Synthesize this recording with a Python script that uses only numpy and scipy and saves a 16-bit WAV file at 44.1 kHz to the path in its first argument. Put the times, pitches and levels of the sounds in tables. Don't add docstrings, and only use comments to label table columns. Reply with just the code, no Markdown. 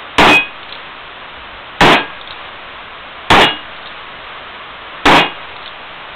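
import sys
import numpy as np
from scipy import signal
from scipy.fft import rfft, irfft, next_fast_len
from scipy.io import wavfile

SR = 44100
rng = np.random.default_rng(int(sys.argv[2]) if len(sys.argv) > 2 else 0)


def wav_record(signal):
    frames = np.transpose(np.atleast_2d(signal))
    bounded = np.clip(frames, -1, 1)
    quanta = np.round(bounded * 32767).astype(np.int16)
    wavfile.write(sys.argv[1], SR, quanta)


N = 271215
TIME = np.arange(N) / SR
SHOT_SIZE = SR


def from_db(db):
    return 10 ** (np.asarray(db) / 20)


def rms_one(x):
    return x / np.sqrt(np.mean(x ** 2) + 1e-20)


def bin_hz(size):
    return np.maximum(np.arange(size // 2 + 1) * SR / size, 1)


def add(out, start_s, sound):
    start = int(round(start_s * SR))
    out[start:start + len(sound)] += sound[:N - start]


def shaped_noise(spectrum, size, peaks=()):
    padded = next_fast_len(size, True)
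    hz = bin_hz(padded)
    known_hz, known_db = np.transpose(spectrum)
    smooth_db = np.interp(np.log(hz), np.log(known_hz), known_db)
    peaks_db = sum(lift / (1 + (2 * (hz - centre) / width) ** 2) for centre, width, lift in peaks)
    white = rfft(rng.standard_normal(padded))
    return rms_one(irfft(white * from_db(smooth_db + peaks_db), padded)[:size])


def band_noise(t, low_hz, high_hz):
    bandpass = signal.butter(2, [low_hz, high_hz], "band", fs=SR, output="sos")
    return rms_one(signal.sosfilt(bandpass, rng.standard_normal(len(t))))


def fade(t, t60):
    return (t >= 0) * np.exp(-np.log(1000) * np.maximum(t, 0) / t60)


def swell(t, rise_s, t60):
    return np.where(t < 0, np.exp(-(t / rise_s) ** 2), fade(t, t60))


# freq_hz, relative_density_db
HISS_SPECTRUM = [(25, -5.5), (59, -4.5), (86, -7), (200, -8.5), (420, -6), (620, -1.5), (840, -2),
                 (1100, 2), (1860, -3), (3150, -4.5), (3800, -7.5), (4500, -17)]
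def hiss(level_db=-30.5, rise_db_per_s=0.19, waver_db=0.4, wavers_per_s=4.4):
    waver = np.interp(TIME * wavers_per_s, np.arange(64), rng.standard_normal(size=64))
    gain = from_db(level_db + rise_db_per_s * TIME + waver_db * waver)
    return gain * shaped_noise(HISS_SPECTRUM, N)


# peak_s, level_db
MIC_BUMPS = [(1.39, -42.5), (1.54, -42)]
def bumps(rise_s=0.022, t60=0.3):
    rumble = band_noise(TIME, low_hz=35, high_hz=79.7)
    return rumble * sum(from_db(db) * swell(TIME - peak_s, rise_s, t60) for peak_s, db in MIC_BUMPS)


# full_cock_s, level_db, stop_lag_s, stop_relative_db
HAMMER_PULLS = [(0.7252, -17, 0.027, -4.5), (2.308, -16, 0.017, -6.5), (3.8589, -22, 0.013, 1),
                (5.660, -18.5, 0.018, -3)]
# before_full_cock_s, relative_db
HAMMER_NOTCHES = [(0.0945, -8), (0.033, -7.5), (0, 0)]
# pitch_hz, relative_db, t60_s
LOCKWORK_MODES = [(2380, -3, 0.0153), (3330, 0.5, 0.024), (3650, 1.5, .024), (3740, 5, 0.031),
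                  (4200, 3.5, 0.027)]
def lockwork(detune=0.027, scrape_db=-11, scrape_t60=0.082, ring_db=-6):
    out, t = np.zeros(N), TIME[:SR // 5]
    for full_cock_s, pull_db, stop_lag_s, stop_db in HAMMER_PULLS:
        clicks = [(-lead_s, db) for lead_s, db in HAMMER_NOTCHES] + [(stop_lag_s, stop_db)]
        for lag_s, click_db in clicks:
            ring = np.zeros(len(t))
            for hz, db, t60 in LOCKWORK_MODES:
                pitch_hz = hz * rng.normal(1, detune)
                tone = np.sin(2 * np.pi * (pitch_hz * t + rng.random()))
                ring += from_db(db + ring_db) * tone * fade(t, t60)
            scrape = from_db(scrape_db) * band_noise(t, low_hz=2800, high_hz=4480) * fade(t, scrape_t60)
            add(out, full_cock_s + lag_s, from_db(pull_db + click_db) * (ring + scrape))
    return out


# start_s, swell_s, ring_length_ratio, clank_db, then level_db for each of the five modes
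PLATE_HITS = [(0.280, 0.087, 0.85, -5, -24, -3, -20.5, -21.5, -17),
              (1.915, 0.041, 1.02, -4.5, -16.5, -17.5, -30, -22.5, -32),
              (3.405, 0.027, 1.08, -2.5, -19, -21, -8.5, -26, -14),
              (5.168, 0.012, 1.07, -8, -21, -9.5, -13, -29, -14.5)]
PLATE_PITCH_RATIOS = [1.0, .9965, 1.002, .9955]
PLATE_PITCHES = [1639, 2509.5, 2855, 3270, 3349]
PLATE_DECAYS = [0.48, 0.29, 0.38, 0.32, 0.33]
def plates(clank_t60=0.25, clank_attack_s=0.0041):
    out, t = np.zeros(N), TIME[:SHOT_SIZE]
    attack = 1 - np.exp(-t / clank_attack_s)
    for (start_s, swell_s, length, clank_db, *mode_dbs), tuning in zip(PLATE_HITS, PLATE_PITCH_RATIOS):
        clank = from_db(clank_db) * band_noise(t, low_hz=1600, high_hz=3670) * fade(t, clank_t60)
        ring = np.zeros(len(t))
        for hz, t60, db in zip(PLATE_PITCHES, PLATE_DECAYS, mode_dbs):
            envelope = swell(t - swell_s, swell_s, t60 * length)
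            ring += from_db(db) * np.sin(2 * np.pi * hz * tuning * t) * envelope
        add(out, start_s, clank * attack + ring)
    return out


def tree_echo(level_db=-36, delay_s=0.63, rise_s=0.26, t60=1.0):
    t = TIME[:SHOT_SIZE]
    return from_db(level_db) * band_noise(t, low_hz=547, high_hz=3430) * swell(t - delay_s, rise_s, t60)


# freq_hz, relative_density_db
BLAST_SPECTRUM = [(25, -19), (100, -18.5), (200, -6), (330, 0.5), (520, -3), (850, 5.5), (1400, -3.5),
                  (2500, -4.5), (3600, -8.5), (4500, -13)]
# pitch_hz, width_hz, lift_db
SHED_RESONANCES = [(125, 9.1, 10), (160.4, 14, 12.5), (295.5, 23, 8.5), (382.4, 19, 5), (445, 12.7, 5),
                   (790, 20, -0.5), (1143, 25, 0.5)]
# centre_hz, t60_s
ROAR_DECAYS = [(50, .17), (160, 0.31), (330, 0.28), (900, 0.26), (2200, 0.27), (4000, 0.25)]
def roar(shed_db, berm_db, berm_delay_s=0.11, berm_rise_s=0.11):
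    t, log_hz = TIME[:SHOT_SIZE], np.log(bin_hz(SHOT_SIZE))
    spectrum = rfft(shaped_noise(BLAST_SPECTRUM, SHOT_SIZE, SHED_RESONANCES))
    centres_hz, t60s = np.transpose(ROAR_DECAYS)
    out = np.zeros(SHOT_SIZE)
    for solo, t60 in zip(np.eye(len(centres_hz)), t60s):
        crossover = np.interp(log_hz, np.log(centres_hz), solo)
        band = irfft(spectrum * crossover, SHOT_SIZE)
        shed = from_db(shed_db) * fade(t, t60)
        berm = from_db(berm_db) * swell(t - berm_delay_s, berm_rise_s, t60)
        out += band * np.hypot(shed, berm)
    return out


def muzzle_blast(thump_db, thump_t60=0.16, crack_db=13, crack_t60=0.035, push_db=-9, push_s=0.035):
    t = TIME[:SHOT_SIZE]
    crack = from_db(crack_db) * band_noise(t, low_hz=900, high_hz=3800) * fade(t, crack_t60)
    thump = from_db(thump_db) * band_noise(t, low_hz=30.3, high_hz=198) * fade(t, thump_t60)
    push = from_db(push_db) * (t / push_s) ** 2 * np.exp(2 * (1 - t / push_s))
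    return crack + thump + push


# start_s, shed_roar_db, berm_echo_db, thump_db
SHOT_CUES = [(0.183, 11.5, 0.5, -2), (1.8067, 11, 1.5, 4.5), (3.303, 11.5, 0, 3.5), (5.0553, 8, 2, -15)]
def revolver():
    out = np.zeros(N)
    for start_s, shed_db, berm_db, thump_db in SHOT_CUES:
        add(out, start_s, roar(shed_db, berm_db) + muzzle_blast(thump_db) + tree_echo())
    return out


def scene():
    return (revolver() + plates() + lockwork() + hiss() + bumps())[None]


def overload(x, ceiling, hardness):
    return x / (1 + np.abs(x / ceiling) ** (2 * hardness)) ** (.5 / hardness)


def record(dry, edge_hz=3390, stop_hz=4845, ceiling=0.74, coupling_hz=0.29, cutoff_hz=16000):
    flattened = overload(dry, ceiling=0.89, hardness=2.1)
    edge = np.clip((bin_hz(N) - edge_hz) / (stop_hz - edge_hz), 0, 1)
    narrow = irfft(rfft(flattened) * np.cos(np.pi / 2 * edge) ** 3, N)
    clipped = np.clip(narrow, -ceiling, ceiling)
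    coupling = signal.butter(1, coupling_hz, "high", fs=SR)
    centred = signal.lfilter(*coupling, clipped)
    steep_lowpass = signal.ellip(8, .05, 50, cutoff_hz, fs=SR, output="sos")
    return signal.sosfiltfilt(steep_lowpass, centred)


dry = scene()
out = record(dry)
wav_record(out)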